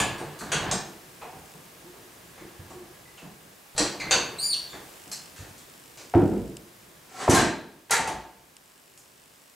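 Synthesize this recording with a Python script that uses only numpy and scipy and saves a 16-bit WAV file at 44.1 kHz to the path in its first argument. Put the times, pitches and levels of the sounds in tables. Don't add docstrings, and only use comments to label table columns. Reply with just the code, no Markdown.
import sys
import numpy as np
from scipy import signal
from scipy.fft import rfft, irfft, next_fast_len
from scipy.io import wavfile
from scipy.ndimage import uniform_filter1d, map_coordinates

SR = 44100
rng = np.random.default_rng(int(sys.argv[2]) if len(sys.argv) > 2 else 0)


def store_wav(level_fs):
    pcm = np.round(np.clip(np.atleast_2d(level_fs), -1, 1) * 32767)
    wavfile.write(sys.argv[1], SR, pcm.T.astype(np.int16))


def convert_level_to_amplitude(level_db):
    exponent = np.asarray(level_db, float) / 20
    return 10 ** exponent


N = 421140


def unit(x):
    return x / np.sqrt(np.mean(x ** 2) + 1e-20)


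def loudest(x):
    return x * np.sqrt(SR / 10) / np.linalg.norm(x)


def along(points, hz):
    f, v = np.transpose(points)
    return np.interp(np.log(hz + 1), np.log(f + 1), v)


def curves(rows):
    s, *cols = np.transpose(rows)
    return [np.interp(np.arange(N) / SR, s, c) for c in cols]


def wobble(rate_hz):
    knots = rng.standard_normal(int(N * rate_hz / SR) + 4)
    return map_coordinates(knots, [np.arange(N) * rate_hz / SR])


def filtered(x, response):
    m = next_fast_len(x.shape[-1] + 8192)
    return irfft(rfft(x, m) * response(np.fft.rfftfreq(m, 1 / SR)), m)[..., :x.shape[-1]]


def resonances(modes):
    def response(f):
        return sum((-1) ** k * convert_level_to_amplitude(db) * 1j * f * w / (c * c - f * f + 1j * f * w)
                   for k, (c, w, db) in enumerate(modes))
    return response


def noise(spectrum, side):
    def response(hz):
        return convert_level_to_amplitude(along(spectrum, hz)) * [np.ones_like(hz), convert_level_to_amplitude(along(side, hz))]
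    mid, dif = filtered(rng.standard_normal((2, N)), response)
    return unit(np.array([mid + dif, mid - dif]))


def burst(seconds):
    t = np.arange(SR // 4) / SR
    fade = np.exp(-t / max(seconds, .001)) * (1 - np.exp(-t / 0.00082))
    z = rfft(rng.standard_normal(len(t)) * fade)
    return irfft(z / np.abs(z), len(t)) * np.sqrt(fade)


def add(out, s, x):
    part = out[:, round(s * SR):][:, :x.shape[1]]
    part += x[:, :part.shape[1]]


# (frequency [Hz], t60 [s])
ROOM_T60_S = [(50, 0.34), (150, 0.44), (400, 0.68), (1000, 0.51), (3000, 0.52), (7000, 0.37), (13000, 0.25)]
# (frequency [Hz], side minus mid [dB])
ROOM_SIDE_DB = [(60, -20), (250, -16.5), (1000, -13.5), (3000, -11), (8000, -13), (13000, -21)]
ECHO_SAMPLES = 3 * SR // 4


def workshop(x, direct_db):
    hz = np.fft.rfftfreq(256, 1 / SR)
    t = np.arange(ECHO_SAMPLES // 128 + 2) * 128 / SR
    z = rng.standard_normal((2, len(hz), 2 * len(t))).view(complex)
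    z = z * convert_level_to_amplitude(-60 * t / along(ROOM_T60_S, hz)[:, None])
    z[1] *= convert_level_to_amplitude(along(ROOM_SIDE_DB, hz))[:, None]
    tail = signal.istft(z, SR, nperseg=256)[1][:, :ECHO_SAMPLES]
    tail = tail * (1 - np.exp(-np.arange(ECHO_SAMPLES) / SR / 0.0025))
    tail = tail / np.linalg.norm(tail[0])
    tail[0, 0] = convert_level_to_amplitude(direct_db)
    mid, dif = signal.fftconvolve(x[None], tail, axes=1)
    return np.array([mid + dif, mid - dif])


# (time [s], peak [dB], board share [dB], body [Hz], board [Hz])
KNOCKS = [(0.0, -24.5, 4, 168, 810), (0.199, -31.5, 2.5, 440, 756), (0.406, -34.5, 7, 264, 1200),
          (0.534, -28, 4.5, 169, 1490), (0.721, -25, 1.5, 186, 730), (3.793, -22, -24, 317, 1880),
          (4.018, -41, 7.5, 222, 1980), (4.121, -31.5, 5.5, 81.4, 1550), (4.151, -24, 0.5, 406, 964),
          (6.147, -8, -12, 313, 685), (6.219, -12.5, -52, 238.7, 738), (6.316, -19.5, -19, 221, 670),
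          (7.281, -9.5, -30, 305, 810), (7.329, -14, -5.5, 208, 925), (7.418, -19, -7, 243, 1580),
          (7.914, -37, 21.5, 456, 2200), (7.984, -28.5, 6, 96.9, 890), (8.072, -35, 13, 304, 740)]
# (time [s], peak [dB], board share [dB], body [Hz])
NUDGES = [(0.628, -47, 23, 315), (0.875, -40, -14, 342), (1.218, -42.5, 12.5, 450), (1.326, -40.5, 2, 92),
          (1.54, -41.5, -7, 180), (1.815, -48.5, -1, 339), (1.933, -43.5, -2, 357), (2.065, -60, -10, 361),
          (2.404, -37, -13, 330), (2.593, -46, -21, 95), (2.703, -38.5, -1.5, 378), (2.81, -43, -5, 152),
          (3.217, -37.5, -4.5, 192), (3.249, -37.5, -7.5, 175), (4.731, -38, 2, 334),
          (5.062, -40.5, -5.5, 162), (5.389, -37, -11, 93), (5.429, -47.5, 4, 93.5), (5.977, -46, -3, 326)]
NUDGE_HZ = 810
# (time [s], peak [dB], board share [dB])
RAPS = [
    (6.137, -27, 9.4),
    (7.277, -32.5, 23.3),
    (7.905, -37, 15),
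]
RAP_HZ, RAP_S = 706, 0.004
# (time [s], peak [dB])
BOUNCES = [
    (3.85, -65),
    (4.149, -54),
    (6.36, -23.5),
    (8.122, -35),
]
BOUNCE_HZ, BOUNCE_S = 53, 0.033
CONTACT_S, SOFTER_DB_PER_DB = 0.0047, 0.42


def frame_blows():
    blows = KNOCKS + [(*row, NUDGE_HZ) for row in NUDGES]
    blows = [(*row, CONTACT_S * convert_level_to_amplitude(-SOFTER_DB_PER_DB * row[1])) for row in blows]
    raps = [(*row, 440, RAP_HZ, RAP_S) for row in RAPS]
    bounces = [(*row, -30, BOUNCE_HZ, RAP_HZ, BOUNCE_S) for row in BOUNCES]
    return blows + raps + bounces


# (frequency [Hz], width [Hz], level [dB])
TABLE_MODES = [(55.6, 13, 0), (97, 17, -3.5), (140.5, 21.3, 2), (198, 25.2, 1.5), (280, 70, -4),
               (347.6, 32.6, 1), (456, 78, -5.5)]
# (frequency [Hz], width [Hz], level [dB])
BOARD_MODES = [(508, 860, -4.5), (760, 82, 5), (890, 68, 1.5), (1080, 244, 2), (1456, 330, -1.5),
               (1880, 180, 2.5), (2430, 990, -6.5)]


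def knocks():
    out = np.zeros((2, N))
    table, boards = resonances(TABLE_MODES), resonances(BOARD_MODES)
    for s, db, board_db, body_hz, board_hz, contact_s in frame_blows():
        force = burst(contact_s)
        near = resonances([(body_hz, 0.35 * body_hz, 0)])
        rap = resonances([(board_hz, 0.55 * board_hz, 0)])
        body = filtered(force, lambda f: table(f) * (0.42 + near(f)) / (1 + 1j * f / 1500))
        board = filtered(force, lambda f: boards(f) * (0.086 + rap(f)) / (1 + 1j * f / (2.8 * board_hz)) ** 2)
        blow = loudest(body) + convert_level_to_amplitude(board_db - 4) * loudest(board)
        add(out, s, workshop(convert_level_to_amplitude(db - 14.0) * blow, direct_db=-1.0))
    return out


# (time [s], level [dB])
RESTLESS_DB = [(0, -71), (0.9, -58), (2.2, -64.5), (3.8, -67.5), (4.55, -61), (5.9, -62.5), (7, -63.5),
               (8.4, -66.5), (9.55, -70)]
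# (time [s], thud [dB], cloth [dB], rise [dB/s], fall [dB/s])
SHIFTS = [
    (0, -35.5, -35, 60, 50),
    (.69, -39, -35.5, 48, 117),
    (2.66, -55.5, -56, 10, 13.5),
    (4.07, -44, -40.5, 106, 29),
    (6.33, -41.5, -73, 102.5, 57),
    (7.39, -31, -26, 159, 104),
    (8.08, -46, -36, 200, 104),
]
# (frequency [Hz], density [dB/Hz])
THUD_DB = [(18, -55), (30, -6), (92, -8), (162, -3.5), (238, -12), (357, -6), (397, -10), (700, -16),
           (910, -49), (1540, -120)]
# (frequency [Hz], density [dB/Hz])
CLOTH_SPECTRUM_DB = [(350, -49), (600, -1.5), (1090, 0.5), (1470, -9.5), (1680, -4.5), (5000, -15),
                     (6500, -41.5), (11000, -120)]
# (frequency [Hz], width [Hz], level [dB])
SCREW_MODES = [(1640, 70, 6), (1120, 50, 7)]
CLOTH_DB = -1.5


def shuffle():
    t, restless = np.arange(N) / SR, convert_level_to_amplitude(curves(RESTLESS_DB)[0])
    knees, sleeves = restless, restless * convert_level_to_amplitude(CLOTH_DB)
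    for s, thud_db, cloth_db, rise, fall in SHIFTS:
        swell = convert_level_to_amplitude(-np.maximum(rise * (s - t), fall * (t - s)))
        knees = np.hypot(knees, convert_level_to_amplitude(thud_db) * swell)
        sleeves = np.hypot(sleeves, convert_level_to_amplitude(cloth_db) * swell)
    thud = knees * convert_level_to_amplitude(2.5 + 1.4 * wobble(8.3)) * noise(THUD_DB, ROOM_SIDE_DB)
    screw = resonances(SCREW_MODES)
    cloth = unit(filtered(noise(CLOTH_SPECTRUM_DB, ROOM_SIDE_DB), lambda f: 1 + screw(f)))
    return thud + sleeves * convert_level_to_amplitude(0.48 * wobble(11.0)) * cloth


# (time [s], hiss [dB])
GAIN_DB = [(0.0, -57), (0.24, -58.5), (2.4, -60), (3.56, -61.5), (4.65, -56.5), (6.1, -61), (7.32, -62.5),
           (7.5, -66.5), (9.55, -64.5)]
# (frequency [Hz], density [dB/Hz])
HISS_DB = [(18, -40.5), (30, -11), (270, 2), (300, -4), (411, 0), (1650, -4), (1830, -4), (2380, -4),
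           (4450, -7), (5070, -6), (6420, -7), (7320, -6), (15600, -9.5)]
# (frequency [Hz], side minus mid [dB])
HISS_SIDE_DB = [(60, -18.5), (110, -16), (200, -6), (380, -0.5), (700, 1), (1290, 1), (2380, -3),
                (4400, -5.5), (8120, -8.5), (15000, -18)]
# (start [s], end [s], tick [dB])
FOCUS = [
    (1.442, 1.59, -45.5),
    (4.93, 5.31, -41.5),
    (5.697, 6.515, -44.5),
    (8.603, 9.546, -49),
]
# (time [s], peak [dB])
SNAPS = [
    (6.568, -30),
    (8.5664, -37),
    (8.975, -43),
]
# (frequency [Hz], width [Hz], level [dB])
HOUSING_MODES = [(2890, 470, -3), (4200, 400, -6.5), (5100, 260, -2), (7340, 870, 0), (8340, 1700, -4)]
TICKS_HZ = 50


def camera():
    steps = np.zeros(N)
    at = (np.arange(.0175, N / SR, 1 / TICKS_HZ) * SR).astype(int)
    hunting = sum(convert_level_to_amplitude(db) * (at > start * SR) * (at < end * SR) for start, end, db in FOCUS)
    steps[at] = hunting * convert_level_to_amplitude(1.8 * rng.standard_normal(len(at)))
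    for s, db in SNAPS:
        steps[round(s * SR)] = convert_level_to_amplitude(db + 0.5)
    tick = filtered(burst(0.0016)[:SR // 50], resonances(HOUSING_MODES))
    ticks = signal.fftconvolve(steps, tick / np.abs(tick).max())[:N]
    return convert_level_to_amplitude(curves(GAIN_DB)[0] + 9) * noise(HISS_DB, HISS_SIDE_DB) + ticks


# (time [s], peak [dB], brightness [dB/octave], own ring [Hz], rattle [s])
CLANKS = [(0.0004, -14, 0, 2830, 0.0036), (0.18, -31, -3, 9350, 0.04), (0.3892, -30, 6.5, 4200, 0.044),
          (0.5178, -14.5, -3, 3070, 0.022), (0.7123, -17, -2, 5330, 0.0033),
          (3.175, -37, -3.5, 2660, 0.023), (3.7793, -12.5, -2.5, 4700, 0.049),
          (3.998, -31, -3, 2290, 0.017), (4.1092, -10.5, -2, 2870, 0.02), (5.1151, -24.5, 3, 5100, 0.0094),
          (5.362, -33.5, 1.5, 1630, 0.12), (5.579, -40.5, 5, 3450, 0.013), (5.973, -33, -1.5, 5100, 0.043),
          (7.2969, -14.5, 9, 2580, 0.02), (7.3475, -15.5, 11.5, 3590, 0.003),
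          (7.908, -12.5, 12, 3950, 0.019), (7.9297, -13, -6.5, 2080, 0.026), (7.9888, -28, 1, 2400, 0.018),
          (8.075, -27, 6.5, 2900, 0.0062), (8.976, -42.5, 17, 4940, 0.013)]
# (time [s], peak [dB], brightness [dB/octave], own ring [Hz])
TOUCHES = [(1.214, -31.5, -5, 2560), (2.378, -35.5, -5.5, 1920), (2.70, -42.5, 3, 1800),
           (3.751, -16.5, -7, 4000), (3.764, -28.5, -3, 4200), (4.1, -37.5, 8.5, 4100),
           (4.731, -31, -5, 1700), (7.897, -26, -5.5, 3020)]
# (frequency [Hz], density [dB/Hz])
STEEL_DB = [(290, -19.5), (500, -5.5), (1220, -6), (1580, -6), (2160, -7), (2690, -6), (2970, -11),
            (4500, -5), (5130, -6.5), (6740, -4.5), (8000, -2.5), (15500, -29.5)]
# (frequency [Hz], density [dB/Hz])
CASTORS_DB = [(290, -39.5), (500, -14), (827, -32), (888, 9.5), (1040, -29), (1650, -6), (3060, -14.5),
              (7780, -9), (11500, -25), (14000, -41.5), (15500, -59)]
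# (frequency [Hz], width [Hz], level [dB])
SHADOW_MODES = [(5210, 570, -4.5)]
ROD_HZ, TOUCH_S = 7640, 0.019
ROLLS_FROM_S = 7


def clanks():
    out = np.zeros((2, N))
    shadow = resonances(SHADOW_MODES)
    for s, db, tilt_db, low_hz, rattle_s in CLANKS + [(*row, TOUCH_S) for row in TOUCHES]:
        on_rod = s < ROLLS_FROM_S
        part = STEEL_DB if on_rod else CASTORS_DB
        rings = resonances([(low_hz, 600, 6), (ROD_HZ, 1200, 5)])

        def response(f):
            tilted = convert_level_to_amplitude(along(part, f) + tilt_db * np.log2((f + 1) / 5000))
            return tilted * (1 + rings(f)) * (1 - on_rod * shadow(f))

        force = loudest(burst(rattle_s)) + convert_level_to_amplitude(-7.0) * loudest(burst(0.00079))
        steel = loudest(filtered(force, response))
        add(out, s, workshop(convert_level_to_amplitude(db - 17.0) * steel, direct_db=-5.5))
    return out


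# (time [s], frequency [Hz], level [dB], t60 [s])
RINGS = [(0.0012, 1686, -36.5, 0.17), (0.00089, 1149, -36.5, 0.028), (.001, 7100, -38, 0.067),
         (3.18, 3000, -61, 0.022), (5.118, 4200, -48, 0.13), (5.116, 5150, -50, 0.14),
         (5.125, 7600, -45.5, 0.045), (5.117, 11300, -51, .08), (7.2, 1205, -47, 0.19),
         (7.297, 5970, -35, 0.18), (7.348, 4090, -35, 0.47), (7.36, 1610, -29.5, 0.4),
         (4.528, 4490, -29, .1), (2.55, 1800, -74, .4), (3.05, 2000, -61, 0.43)]
# (time [s], frequency [Hz], level [dB], t60 [s])
BOOMS = [(0.209, 150.6, -44.5, 0.43), (1.861, 354.6, -52, 0.53), (2.592, 97, -46, 0.094),
         (2.703, 1120, -57, .14), (2.704, 364.5, -44.5, 0.49), (3.243, 158, -54, 0.27),
         (3.796, 309, -36, 0.25), (5.388, 88.4, -47.5, 0.26), (6.138, 760, -33, 0.05),
         (6.151, 97, -21.5, 0.15), (7.285, 97, -26.5, 0.15), (7.299, 198, -51, .4), (7.906, 802, -36, 0.15),
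         (7.985, 894, -35, 0.6)]


def ringing():
    out, t = np.zeros((2, N)), np.arange(SR // 2) / SR
    for s, hz, db, t60 in RINGS + BOOMS:
        split, start = rng.standard_normal((2, 14, 1))
        modes_hz = hz * (1 + .021 * split)
        cluster = np.sin(2 * np.pi * (modes_hz * t + start)).sum(axis=0) * (1 - np.exp(-t / 0.0031))
        ring = workshop(convert_level_to_amplitude(-60 * t / t60) * cluster, direct_db=5.0)
        add(out, s, convert_level_to_amplitude(db + 3.0) * loudest(ring))
    return out


# (time [s], level [dB], rattle [s])
STRUCK = [
    (.518, -32.5, 0.0077),
    (.713, -34.5, .003),
    (3.778, -29, 0.004),
    (4.108, -24, .012),
    (7.909, -29, .015),
]
# (frequency [Hz], level [dB], t60 [s])
HANDLE = [(1444, -1, 0.24), (1658, -1, 0.41), (2821, -1.5, 0.34), (3295, -6, 0.13), (4420, -8.5, 0.26),
          (6020, -5.5, 0.15), (6632, -3.5, .3), (6930, -12, 0.57), (8020, -6, .2), (8600, -13, 0.17),
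          (9180, -8, 0.13)]
SOCKET = [(1767, -4, 0.24), (2430, -7.5, 0.21), (3871, -8, 0.25), (4447, -14, .3), (5160, -3.5, .25),
          (5920, -10.5, .3), (6503, -0.5, 0.23), (7520, -2.5, 0.26), (8330, 0, 0.11)]
JACK_MODES = [(1850, -8.5, 0.36), (3224, -8.5, 1), (3940, -8.5, 0.52), (4210, -2.5, 0.42), (4550, -16, 0.43),
              (5680, -5, 0.19), (6200, -14, 0.24), (7040, -11, 0.34), (7710, -0.5, 0.073), (9470, -6, 0.1)]
ROD_MODES = [(1318, -15, 0.63), (1523, -1, .4), (2658, -6.5, 0.32), (3618, -4.5, 0.49), (4560, 1, 0.53),
             (5920, -9, 0.21), (6440, 0.5, 0.49), (6870, -11, 0.31), (6953, -6.5, 0.3), (7500, -10, 0.37),
             (8000, -11, 0.21)]
FORK = [(1200, -5, 0.17), (1413, -1, 0.57), (1700, -8.5, 0.37), (1962, -3.5, 0.25), (3225, -10.5, .4),
        (3950, -10, 0.23), (4608, -11, 0.24), (6100, -7, 0.35), (7200, -7, .18), (7994, -5, 0.18),
        (9000, -8, 0.18)]
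DAMPED, SPREAD = .3, .022
STEEL_TOP_HZ = 10700


def chimes():
    out = np.zeros((2, N))
    for (s, db, rattle_s), modes in zip(STRUCK, [HANDLE, SOCKET, JACK_MODES, ROD_MODES, FORK]):
        bands = [(hz, np.log(1000) / np.pi / (DAMPED * t60) + SPREAD * hz, level) for hz, level, t60 in modes]
        part = resonances(bands)
        chime = filtered(burst(rattle_s), lambda f: part(f) / (1 + (f / STEEL_TOP_HZ) ** 6))
        add(out, s, workshop(convert_level_to_amplitude(db) * loudest(chime), direct_db=-7))
    return out


# (time [s], peak [dB], centre [Hz])
CRACKS = [(3.7648, -30, 12000), (4.116, -26, 4000), (4.54, -38, 10000), (7.2864, -22.5, 9000),
          (7.2972, -16, 9000), (7.325, -19, 8000), (7.348, -15.5, 9950), (7.9099, -3.5, 9000),
          (7.928, -14, 5000), (7.9431, -17, 4000), (7.968, -14.5, 3980), (8.0765, -21.5, 8970),
          (8.093, -25, 2500)]


def cracks():
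    out, t = np.zeros((2, N)), np.arange(SR // 100) / SR
    for s, db, hz in CRACKS:
        push = np.sin(2 * np.pi * hz * t) * np.exp(-.9 * hz * t) * (1 - np.exp(-3 * hz * t))
        add(out, s, convert_level_to_amplitude(db - 5) * workshop(push, direct_db=8.5))
    return out


def chirp(s, length_s, first_hz, last_hz, db):
    edge_s, octave_db = 0.0036, -4.5
    at = np.array([0, edge_s, length_s - edge_s, length_s])
    hz = np.interp(at, [0, length_s], [first_hz, last_hz])
    return np.transpose([s + at, hz, db - np.array([32, 1.0, 2.5, 7.5]), np.full(4, octave_db)])


# (time [s], length [s], first pitch [Hz], last pitch [Hz], level [dB])
CHIRPS = [
    (3.998, 0.024, 2486, 1940, -30.5),
    (4.695, 0.037, 3620, 3540, -45),
]
# (time [s], pitch [Hz], level [dB], octave [dB])
LONG_SQUEAK = [(4.382, 3880, -47, -5), (4.388, 4096, -30.5, -2), (4.405, 4527, -30.5, 1.5),
               (4.425, 4684, -31.5, -5.5), (4.44, 4734, -23.5, -11.5), (4.458, 4740, -29.5, -2),
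               (4.471, 4810, -41.5, 11), (4.488, 4693, -41, 5), (4.503, 4510, -32.5, 0),
               (4.517, 4480, -27, -2), (4.526, 4100, -31, -20), (4.536, 3350, -34.5, -10),
               (4.545, 2780, -35, 3)]
WAVER = [.35, .1, .19]
THIRDS_DB = [-6, -16.5, -21.5]
HALF_HZ, HALF_DB, HALF_SOFT_HZ = 4610, -10, 30
FLUTTER_DB = 2


def squeaks():
    out = np.zeros((2, N))
    for rows, waver, third_db in zip([chirp(*CHIRPS[0]), LONG_SQUEAK, chirp(*CHIRPS[1])], WAVER, THIRDS_DB):
        s, hz, *levels = np.transpose(rows)
        t = np.arange(s[0], s[-1], 1 / SR)
        pitch_hz = np.interp(t, s, hz)
        level, octave = [convert_level_to_amplitude(np.interp(t, s, db)) for db in levels]
        half = convert_level_to_amplitude(HALF_DB) * (1 + np.tanh((pitch_hz - HALF_HZ) / HALF_SOFT_HZ)) / 2
        jitter = uniform_filter1d(rng.standard_normal(len(t)), size=40) * waver
        phase = 2 * np.pi * np.cumsum(pitch_hz * (1 + jitter)) / SR
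        upper = np.sin(3 * phase) + 0.46 * np.sin(4 * phase)
        tone = np.sin(phase) + octave * (np.sin(2 * phase) + convert_level_to_amplitude(third_db) * upper)
        flutter = unit(uniform_filter1d(rng.standard_normal(len(t)), size=350))
        level = level * convert_level_to_amplitude(FLUTTER_DB * flutter)
        halves = 0.07 * np.sin(phase / 2) + np.sin(phase * 3 / 2) + 0.33 * np.sin(phase * 5 / 2)
        add(out, s[0], workshop(convert_level_to_amplitude(1.5) * level * (tone + half * halves), direct_db=-2.5))
    return out


# (time [s], hiss [dB], board share [dB])
SCRAPE = [
    (7.03, -62, 0),
    (7.17, -38.5, 1.5),
    (7.215, -30, 2.5),
    (7.27, -41.5, 3.5),
    (7.296, -20, -1),
    (7.382, -20.5, -2),
    (7.46, -38.5, -4),
]


def scrape():
    before, after = (SCRAPE[0][0] - .02, -99, 0), (SCRAPE[-1][0] + 0.022, -99, 0)
    hiss_db, board_db = curves([before, *SCRAPE, after])
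    grains = rng.standard_normal((2, N)) * convert_level_to_amplitude(0.41 * wobble(140))
    hiss = unit(filtered(grains[0], lambda f: convert_level_to_amplitude(along(CASTORS_DB, f))))
    board = unit(filtered(grains[1], lambda f: resonances(BOARD_MODES)(f) / (1 + 1j * f / 900)))
    return workshop(convert_level_to_amplitude(hiss_db - 5.5) * (hiss + convert_level_to_amplitude(board_db) * board), direct_db=-20)[:, :N]


def scene():
    blows = knocks() + clanks() + ringing() + chimes() + cracks()
    return blows + shuffle() + camera() + squeaks() + scrape()


def roll_off(x):
    return signal.sosfilt(signal.butter(12, 15790, fs=SR, output="sos"), x)


# (frequency [Hz], left minus right [dB])
LEAN_DB = [(40, -1), (100, -1.7), (300, -.5), (500, .3), (1000, 0)]


def record(dry):
    def capsules(hz):
        return convert_level_to_amplitude(along(LEAN_DB, hz) * np.array([[.5], [-.5]])) * (hz / (hz - 40j)) ** 2
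    pair = filtered(dry, capsules)
    pair = pair / (1 + np.abs(pair / .52) ** 6) ** (1 / 6)
    pair = filtered(pair, lambda hz: hz < 15790)
    return roll_off(pair)


dry = scene()
out = record(dry)
store_wav(out)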